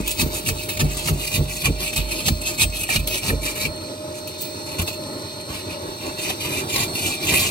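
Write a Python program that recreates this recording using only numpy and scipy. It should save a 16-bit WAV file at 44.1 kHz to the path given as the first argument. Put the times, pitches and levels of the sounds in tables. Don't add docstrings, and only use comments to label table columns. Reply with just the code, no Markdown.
import sys
import numpy as np
from scipy import signal
from scipy.fft import rfft, irfft
from scipy.io import wavfile
from scipy.ndimage import map_coordinates

SR = 44100
rng = np.random.default_rng(int(sys.argv[2]) if len(sys.argv) > 2 else 0)


def transcribe(signal):
    frames = np.atleast_2d(signal).T
    limited = np.clip(frames, -1, 1)
    pcm = np.round(limited * 32767).astype(np.int16)
    wavfile.write(sys.argv[1], SR, pcm)


N = 330750
TIME = np.arange(N) / SR
CUTOFF_HZ = 16000


def saw(rasp_db, crack_db, split_hz, bending_db):
    # time in seconds, relative level in dB.
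    cracks = [(.223, -14), (.462, -10), (.487, -2.5), (.804, -4), (1.656, 3.5), (1.977, -8), (2.282, -1),
              (2.612, -7), (2.960, 0.5), (3.074, -12.5), (3.290, -14), (4.817, -15), (4.884, -13),
              (6.303, -13), (6.760, -0.5)]
    # time in seconds, relative level in dB.
    ticks = [(.078, -12), (.843, -29), (3.074, -13), (4.275, -22), (4.410, -20), (4.418, -14),
             (4.817, -18.5), (4.876, -32), (4.885, -30)]
    # frequency in Hz, relative density in dB per Hz.
    rasp_spectrum = [(50, 10), (100, 14.5), (300, 5), (650, -2), (1100, 0), (1550, -6.5), (2050, 1),
                     (2600, 3.5), (3300, 2), (4300, 3), (5400, -3), (6500, 0), (8200, -0.5), (12000, -1.5),
                     (14000, -7), (16000, -15)]
    # frequency in Hz, width in Hz, relative level in dB.
    resonances = [(2620, 260, -3.5), (2879, 25, -5), (3112, 25, -4), (8193, 10, 6), (8398, 12, 1),
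                  (9964, 30, -1), (11869, 10, 5)]
    # frequency in Hz, width in Hz,
    # relative level in dB.
    thin_tones = [(13609, 6, 20), (14642, 6, 21), (15676, 6, 27)]
    # time in seconds, gain in dB.
    ring_freedom = [(0, -2.5), (2.3, 3.5), (3.6, 3.5), (5.6, 6), (6.8, 3), (7.5, 4)]
    # time in seconds, gain in dB.
    thin_tone_levels = [(0, 0.5), (3.6, -10), (5, -7), (6.8, -21)]
    # time in seconds, gain in dB.
    singing = [(0, 4.5), (1.2, 3.4), (2.1, 12), (2.7, 4.4), (3.3, 11), (3.9, 2), (6.1, 1.8), (6.5, 15),
               (6.8, 7.2), (7.0, 14), (7.19, 30), (7.27, 6.9), (7.5, 6)]
    sing_hz, sing_width_hz = 2386, 18

    force, bright_db = bite(drag_db=-6.0)
    broken = from_db(rasp_db) * grit(force, peak_grains_per_s=3600, size_db=2, dust=0.32,
                                     clump_rate_hz=220, clump_db=1.5, lump_db=1.4)
    broken += from_db(crack_db) * fade(blows(cracks), t60=0.015) * rng.standard_normal(N)
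    rasp = shifting(colour(broken, rasp_spectrum), patchy_db=3.0, rate_hz=14)

    dull = signal.sosfiltfilt(signal.butter(2, split_hz, fs=SR, output="sos"), rasp)
    tilt = from_db(bright_db)
    rasp = (dull + tilt * (rasp - dull)) / np.sqrt((1 + tilt ** 2) / 2)
    rasp += fade(blows(ticks), t60=0.017) * above(rng.standard_normal(N), hz=9500)

    ringing = sum(from_db(db) * resonate(rasp, hz, width_hz) for hz, width_hz, db in resonances)
    ringing *= from_db(in_time(ring_freedom)[0])
    ringing += from_db(bending_db) * bending(rasp, reach_hz=126, width_hz=53, slide_rate_hz=11.7)
    ringing += from_db(in_time(singing)[0]) * resonate(rasp, sing_hz, sing_width_hz)
    thin = sum(from_db(db) * resonate(rasp, hz, width_hz) for hz, width_hz, db in thin_tones)
    ringing += from_db(in_time(thin_tone_levels)[0]) * thin

    reflected = moving_paths(above(rasp + ringing, hz=680), t60=0.05, sway_rate_hz=1.0, count=3)
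    return ringing + wander(rasp + reflected, lag_s=.000018, rate_hz=2.7)


def bite(drag_db):
    # time in seconds, relative level in dB.
    drag = [(0, -29.5), (3.5, -38.5), (3.9, -41.5), (5.9, -38), (7.5, -34)]
    power = from_db(in_time(drag)[0] + drag_db) ** 2
    bright = np.zeros(N)
    for s, rise_s, hold_s, fall_s, db, bright_db in gestures():
        near = slice(max(int((s - 3 * rise_s) * SR), 0), int((s + hold_s + 3 * fall_s) * SR))
        dt = TIME[near] - s
        away = np.maximum(np.maximum(-dt / rise_s, (dt - hold_s) / fall_s), 0)
        swell = (from_db(db) * np.exp(-away ** 1.5)) ** 2
        power[near] += swell
        bright[near] += swell * bright_db
    return np.sqrt(power), bright / power


def gestures():
    # hardest bite in seconds, rise in seconds, hold in seconds, relative level in dB,
    # brightness in dB.
    pushes = [(0.202, 0.02, 0.017, -18, 1.5), (0.474, 0.014, 0.013, -19.5, 11),
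              (0.798, 0.0048, 0.0043, -17, 6), (1.077, 0.036, 0.011, -19, 2),
              (1.357, 0.04, 0.013, -19.5, 9), (1.648, 0.0095, 0.014, -15.5, -5.5),
              (1.98, 0.006, 0.016, -22.5, -6), (2.275, 0.025, 0.0063, -18, 9),
              (2.607, 0.022, 0.022, -15.5, 5), (2.938, 0.041, 0.018, -18, 3.5),
              (3.276, 0.039, 0.02, -18.5, 1.5), (3.609, 0.05, 0.047, -22, -0.5)]
    # start of hold in seconds, hold in seconds, relative level in dB, brightness in dB.
    scrapes = [(0.072, 0.026, -27.5, 8), (0.344, 0.027, -25.5, 6), (0.59, 0.064, -34, 30),
               (0.716, 0.02, -31, 2), (0.916, 0.013, -28.5, 5), (0.977, 0.022, -25.5, 1),
               (1.202, 0.042, -26, 7), (1.502, 0.11, -29, 8), (1.809, 0.069, -27, 4),
               (2.016, 0.04, -34, -4), (2.101, 0.11, -28, 4), (2.432, 0.1, -29, 2), (2.752, 0.055, -27, 8),
               (3.107, 0.067, -24.5, 7), (3.441, 0.056, -23.5, 5.5), (3.815, 0.05, -49, 2),
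               (4.175, 0.0057, -35.5, 21), (4.399, 0.042, -33, 25), (4.663, 0.1, -37, 3),
               (5.498, 0.1, -32, -5), (5.546, 0.013, -32, -6), (5.7, 0.015, -33, -7),
               (6.023, 0.061, -31, -6), (6.191, 0.11, -28, 0), (6.417, 0.18, -26, 0),
               (6.514, 0.022, -26.5, -5), (6.704, 0.086, -24, 3), (6.751, 0.074, -19.5, -1),
               (6.957, 0.17, -25, 5), (7.233, 0.036, -24, 8), (7.288, 0.18, -17.5, 1.5)]
    # time in seconds, relative level in dB, fall in seconds,
    # brightness in dB.
    snags = [(0.075, -30, 0.0087, 3), (.11, -23, 0.017, 19), (.218, -25, .01, -5), (.462, -24, 0.011, 6),
             (.632, -27, 0.014, 8), (.692, -21, 0.018, 4), (.773, -18.5, 0.0059, -3),
             (0.842, -29, 0.0085, 21), (1.272, -19, 0.01, 9), (1.621, -23, 0.0059, 6.5),
             (1.929, -18.5, 0.017, 5), (1.963, -15, 0.019, 5), (2.116, -21.5, 0.012, 7),
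             (2.256, -28, .015, 2), (2.416, -22, 0.0055, 6), (2.46, -22.5, 0.043, 14),
             (2.833, -24.5, 0.016, 3), (2.896, -21.5, 0.039, -1.5), (2.992, -26, 0.012, 3),
             (3.075, -19, 0.011, 5), (3.233, -22.5, 0.018, 7), (3.458, -21, 0.021, -5),
             (4.276, -33, 0.038, 9), (4.788, -23, 0.021, -1), (4.816, -22.5, 0.0091, 1),
             (4.876, -20.5, 0.021, 1.5), (4.93, -33.5, 0.018, 7), (6.058, -29, 0.0089, -3),
             (6.296, -21.5, 0.015, -1)]
    push_stop_s = 0.016
    scrape_attack_s, scrape_release_s, snag_rise_s = 0.018, 0.025, .0035
    moves = [(s, rise_s, hold_s, push_stop_s, db, bright_db) for s, rise_s, hold_s, db, bright_db in pushes]
    moves += [(s, scrape_attack_s, hold_s, scrape_release_s, db, bright_db)
              for s, hold_s, db, bright_db in scrapes]
    moves += [(s, snag_rise_s, 0, fall_s, db, bright_db) for s, db, fall_s, bright_db in snags]
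    return moves


def grit(force, peak_grains_per_s, size_db, dust, clump_rate_hz, clump_db, lump_db):
    teeth_per_s, tooth_swing_db = 59, 0.5
    rate = peak_grains_per_s * np.sqrt(force / force.max())
    sizes = rms_one(from_db(size_db * np.minimum(rng.exponential(1, N), 4)))
    sizes = sizes * rng.choice([-1, 1], N)
    grains = sizes * (rng.random(N) < rate / SR) * np.sqrt(SR / rate)
    teeth = np.cumsum(teeth_per_s * from_db(drift(6))) / SR
    depth = rng.uniform(-1.23, 1, N)[teeth.astype(int)]
    clumps = from_db(clump_db * drift(clump_rate_hz) + lump_db * depth - tooth_swing_db * (teeth % 1))
    return force * rms_one((grains + dust * rng.standard_normal(N)) * clumps)


def bending(x, reach_hz, width_hz, slide_rate_hz, count=16):
    # time in seconds, frequency in Hz.
    bend_hz = [(0, 2460), (.49, 2610), (.7, 2600), (.81, 2550), (.98, 2670), (1.08, 2630), (1.27, 2800),
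               (1.36, 2340), (1.6, 2470), (1.86, 2570), (2.12, 2430), (2.6, 2520), (2.93, 2430),
               (3.15, 2630), (3.3, 2400), (3.6, 2440), (6.3, 2530), (7.05, 2580), (7.5, 2680)]
    pitches_hz = np.linspace(2200, 3000, count) + 12 * rng.standard_normal(count)
    favoured_hz, = in_time(bend_hz)
    shares = np.array([drift(slide_rate_hz) / (1 + ((hz - favoured_hz) / reach_hz) ** 2) for hz in pitches_hz])
    shares /= np.sqrt(np.mean(shares ** 2, axis=0))
    return sum(resonate(x, hz, width_hz) * share for hz, share in zip(pitches_hz, shares))


def shifting(x, patchy_db, rate_hz, count=10):
    out, rest = 0, x
    for hz in np.geomspace(1800, 12000, count):
        part = signal.sosfiltfilt(signal.butter(6, hz, fs=SR, output="sos"), rest)
        out = out + part * from_db(patchy_db * drift(rate_hz))
        rest = rest - part
    return out + rest


def moving_paths(x, t60, sway_rate_hz, count=5):
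    t = TIME[:SR // 8]
    paths = rng.standard_normal((count, 2, len(t))) * from_db(-60 * t / t60) * (t > .001)
    paths /= np.sqrt(np.sum(paths ** 2, axis=2, keepdims=True))
    shares = np.array([drift(sway_rate_hz) for _ in range(count)])
    shares /= np.sqrt(np.sum(shares ** 2, axis=0))
    return sum(share * signal.oaconvolve(x[None], path, axes=1)[:, :N] for share, path in zip(shares, paths))


def wander(x, lag_s, rate_hz):
    moved = np.arange(N) + lag_s * SR * drift(rate_hz)
    return np.array([x[0], map_coordinates(x[1], [moved], order=3, mode="nearest")])


def block(knock_db):
    # time in seconds, relative level in dB.
    knocks = [(.222, -22), (.487, -13.5), (.812, -13), (1.085, -6.5), (1.655, -19), (2.284, -7),
              (2.890, -7), (3.303, -8), (6.302, -12.5)]
    # frequency in Hz, relative level in dB, t60 in seconds.
    block_modes = [(520, -14, 0.021), (770, -1, 0.028), (1025, -12, 0.015), (1285, -6, 0.042),
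                   (1796, -3, 0.03), (2090, -21, 0.017)]
    touches = fade(blows(knocks), t60=.012) * rng.standard_normal(N) / np.sqrt(SR / 1000)
    return sum(from_db(db + knock_db) * ring(touches, hz, t60) for hz, db, t60 in block_modes)


def wall(thud_db, rumble_db, rattle_db, spread_db):
    # time in seconds, relative thud in dB, relative deep sway in dB,
    # hardness in dB (added to all modes but the first two).
    jolts = [(.002, -34, -23.5, 0), (0.217, -19, -22, 2), (0.497, -18, -27, 1.5), (0.821, -18, -16.5, 5.5),
             (1.099, -15, -20, -2), (1.382, -16.5, -20, 2.5), (1.675, -16.5, -17, 3),
             (1.98, -22.5, -17, -1), (2.296, -14.5, -20, -9), (2.636, -20.5, -19, -1),
             (2.972, -19, -18.5, -1), (3.311, -15, -17.5, 1), (3.654, -27, -36, 7)]
    # time in seconds, relative level in dB.
    shifts = [(4.795, -18), (4.819, -23), (7.05, -24), (7.335, -29), (7.39, -28)]
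    # time in seconds, relative level in dB.
    rattles = [(.002, -22.5), (.225, -26), (.26, -21), (.815, -25), (.848, -23), (1.10, -27), (1.12, -28.5),
               (1.405, -22), (1.668, -25), (1.697, -20.5), (2.30, -29), (2.655, -36), (2.995, -32.5),
               (3.30, -26.5), (3.335, -25.5), (4.8, -32.5)]
    # frequency in Hz, relative level in dB, t60 in seconds.
    wall_modes = [(80, -1, 0.19), (115, -18, 0.17), (144, -1, 0.34), (159.2, -7, 0.13), (229, -12, 0.21),
                  (287, -21, 0.34), (346, -23, 0.1), (400, -20, 0.064), (456, -12, 0.073)]
    slip_s, slip_loss_db, slips = 0.0118, 2.5, 3
    lead_s, tail_s = 0.042, 0.043

    s, jolt_db, sway_db, hard_db = np.transpose(jolts)
    sway = ring(blows(np.transpose([s, sway_db])), hz=50.1, t60=0.61)
    low = ring(blows(shifts), hz=91, t60=0.17) + from_db(-7) * ring(blows(shifts), hz=169, t60=0.13)

    slip_times_s = s[:, None] + slip_s * np.arange(slips) + rng.normal(0, .0005, (len(s), slips))
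    for k, (hz, db, t60) in enumerate(wall_modes):
        slip_db = (jolt_db + hard_db * (k > 1))[:, None] - slip_loss_db * np.arange(slips)
        slip_db = slip_db + rng.normal(0, 1, slip_times_s.shape)
        judder = blows(np.transpose([slip_times_s.ravel(), slip_db.ravel()]))
        low = low + (-1) ** k * from_db(db + thud_db) * ring(judder, hz, t60)

    load = np.zeros(N)
    for at, db in zip(s, jolt_db):
        away = np.maximum((at - TIME) / lead_s, (TIME - at) / tail_s)
        load += from_db(db) * np.exp(-np.minimum(away, 20))
    low += from_db(rumble_db) * load * rms_one(band(rng.standard_normal(N), low_hz=63.6, high_hz=179))
    rattle = rms_one(band(rng.standard_normal(N), low_hz=158, high_hz=327))
    low += from_db(rattle_db) * fade(blows(rattles), t60=0.077) * rattle
    spread = from_db(spread_db) * moving_paths(low, t60=0.013, sway_rate_hz=1.96, count=2)
    return low + sway * from_db([[-1.3], [1.3]]) + spread


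def crumbs(crumb_db, crumbs_per_s, size_db, t60, count=8):
    falls = rng.random(N) < crumbs_per_s * from_db(5 * drift(5)) / SR
    sizes = falls * from_db(crumb_db + size_db * np.minimum(rng.exponential(1, N), 3))
    dealt, dust = rng.integers(0, count, N), rng.standard_normal(N)
    ticking = np.zeros(N)
    for k, hz in enumerate(np.geomspace(2300, 9000, count)):
        ticking += resonate(fade(sizes * (dealt == k), t60) * dust, hz, hz / 4)
    return np.array([ticking, ticking])


def machine(rush_db, diffuse_hz, diffuse_db, waver_db, whistle_db):
    # time in seconds, relative hum in dB, relative whine in dB,
    # lean of the hum to the left in dB.
    tone_levels = [(0, -38.5, -51.5, -1), (2.3, -36.5, -37.5, -2), (3.0, -39, -41.5, -1),
                   (3.85, -35, -36, -4), (4.02, -34, -52, -3), (4.25, -39, -39.5, -5), (4.8, -39, -37, -3),
                   (5.03, -37, -36.5, 1), (5.35, -46, -36.5, -9), (5.8, -39.5, -41, -3),
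                   (6.2, -36.5, -37, 4), (6.72, -41, -57, -10), (6.9, -41, -33, 0), (7.5, -38, -40, 0)]
    # frequency in Hz, relative density in dB per Hz.
    rush_spectrum = [(30, 14), (60, -18), (92, 8), (130, 2), (220, 0), (350, 7), (480, -5), (610, 1),
                     (720, -9), (860, -6), (1100, -11), (1500, -10.5), (2100, -19.5), (2450, -20.5),
                     (3000, -19), (3900, -8.5), (4400, -11.5), (4800, -14.5), (6200, -16), (7200, -28),
                     (8400, -11.5), (9600, -23), (15000, -27)]
    # time in seconds, relative level in dB.
    rush_levels = [(0, -36.5), (3, -38), (4.1, -37), (4.9, -35.5), (5.9, -34), (7.5, -31)]
    shaft_hz, fan_blades, whistle_hz = 612.8, 7, 8192

    hum_db, whine_db, lean_db = in_time(tone_levels)
    turn = 2 * np.pi * np.cumsum(shaft_hz * (1 + .0002 * drift(6))) / SR
    hum_db = hum_db - .4 + 2.2 * drift(12) + lean_db * np.array([[.5], [-.5]])
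    whine_db = whine_db + 1.2 * np.array([drift(8), drift(8)]) + [[-.6], [.6]]
    tones = from_db(hum_db) * np.sin(turn) + from_db(whine_db) * np.sin(fan_blades * turn)
    tones += from_db(whistle_db + drift(4)) * np.sin(2 * np.pi * whistle_hz * TIME)

    rush = shifting(rng.standard_normal(N), patchy_db=1.5, rate_hz=5.1, count=6)
    diffuse = moving_paths(above(rush, diffuse_hz), t60=0.024, sway_rate_hz=0.29, count=2)
    air = colour(rush + from_db(diffuse_db) * diffuse, rush_spectrum)
    return tones + from_db(in_time(rush_levels)[0] + rush_db + waver_db * drift(4.3)) * air


def from_db(db):
    return 10 ** (np.asarray(db) / 20)


def rms_one(x):
    return x / np.sqrt(np.mean(x ** 2) + 1e-20)


def in_time(rows):
    s, *columns = np.transpose(rows)
    return [np.interp(TIME, s, c) for c in columns]


def drift(rate_hz):
    r = np.exp(-16 * np.pi * rate_hz / SR)
    noise = rng.standard_normal(N // 8 + 8002)
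    slow = signal.lfilter([1], [1, -2 * r, r * r], noise)[8000:]
    return np.interp(np.arange(N) / 8, np.arange(len(slow)), rms_one(slow))


def colour(x, spectrum):
    hz, db = np.transpose(spectrum)
    bins_hz = np.maximum(np.fft.rfftfreq(2 * N, 1 / SR), 1)
    gain = from_db(np.interp(np.log(bins_hz), np.log(hz), db))
    gain = gain * (bins_hz < CUTOFF_HZ) / (1 + (40 / bins_hz) ** 4)
    return irfft(rfft(x, 2 * N) * rms_one(gain))[..., :N]


def resonate(x, hz, width_hz):
    r = np.exp(-np.pi * width_hz / SR)
    zeros = np.array([1, 0, -1]) * (1 - r * r) / 2
    return signal.lfilter(zeros, [1, -2 * r * np.cos(2 * np.pi * hz / SR), r * r], x)


def ring(clicks, hz, t60):
    r, w = from_db(-60 / (t60 * SR)), 2 * np.pi * hz / SR
    return signal.lfilter([0, np.sin(w)], [1, -2 * r * np.cos(w), r * r], clicks + 1e-18)


def blows(rows):
    s, db = np.transpose(rows)
    return np.bincount(np.clip(s * SR, 0, N - 1).astype(int), from_db(db), N)


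def fade(clicks, t60):
    return signal.lfilter([1], [1, -from_db(-60 / (t60 * SR))], clicks + 1e-18)


def above(x, hz):
    return signal.sosfilt(signal.butter(2, hz, "high", fs=SR, output="sos"), x)


def band(x, low_hz, high_hz):
    return signal.sosfilt(signal.butter(2, [low_hz, high_hz], "band", fs=SR, output="sos"), x)


def scene():
    cutting = saw(rasp_db=-5.5, crack_db=-12.5, split_hz=2730, bending_db=0.5) + block(knock_db=-6)
    cutting = cutting * from_db([[-.4], [.4]])
    cutting += crumbs(crumb_db=-32.5, crumbs_per_s=35, size_db=3, t60=0.023)
    thuds = wall(thud_db=-3.0, rumble_db=-8, rattle_db=3.5, spread_db=-7) * from_db([[-.5], [.5]])
    site = machine(rush_db=1.7, diffuse_hz=570, diffuse_db=-2, waver_db=0.85, whistle_db=-53.5)
    return cutting + thuds + site * from_db([[-.4], [.4]])


def record(dry):
    # frequency in Hz, phase in radians.
    channel_phase = [(0, 0), (350, .3), (610, 1), (1100, 1.5), (1600, 3.1), (2350, 6.3), (3200, 9.4),
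                     (4350, 12.6), (5300, 14.5), (6300, 14.3), (7300, 15.7), (8100, 12.8), (8700, 13.7),
                     (9950, 18.8), (11900, 25.1), (13000, 26.9), (13600, 25.5), (14500, 27.8),
                     (16000, 28.3)]
    phase = np.interp(np.fft.rfftfreq(2 * N, 1 / SR), *np.transpose(channel_phase))
    right = irfft(rfft(dry[1], 2 * N) * np.exp(-1j * phase))[:N]
    channels = np.array([dry[0], right])
    thinned = signal.sosfilt(signal.butter(3, 40, "high", fs=SR, output="sos"), channels)
    return signal.sosfilt(signal.ellip(10, .2, 80, CUTOFF_HZ, fs=SR, output="sos"), thinned)


dry = scene()
out = record(dry)
transcribe(out)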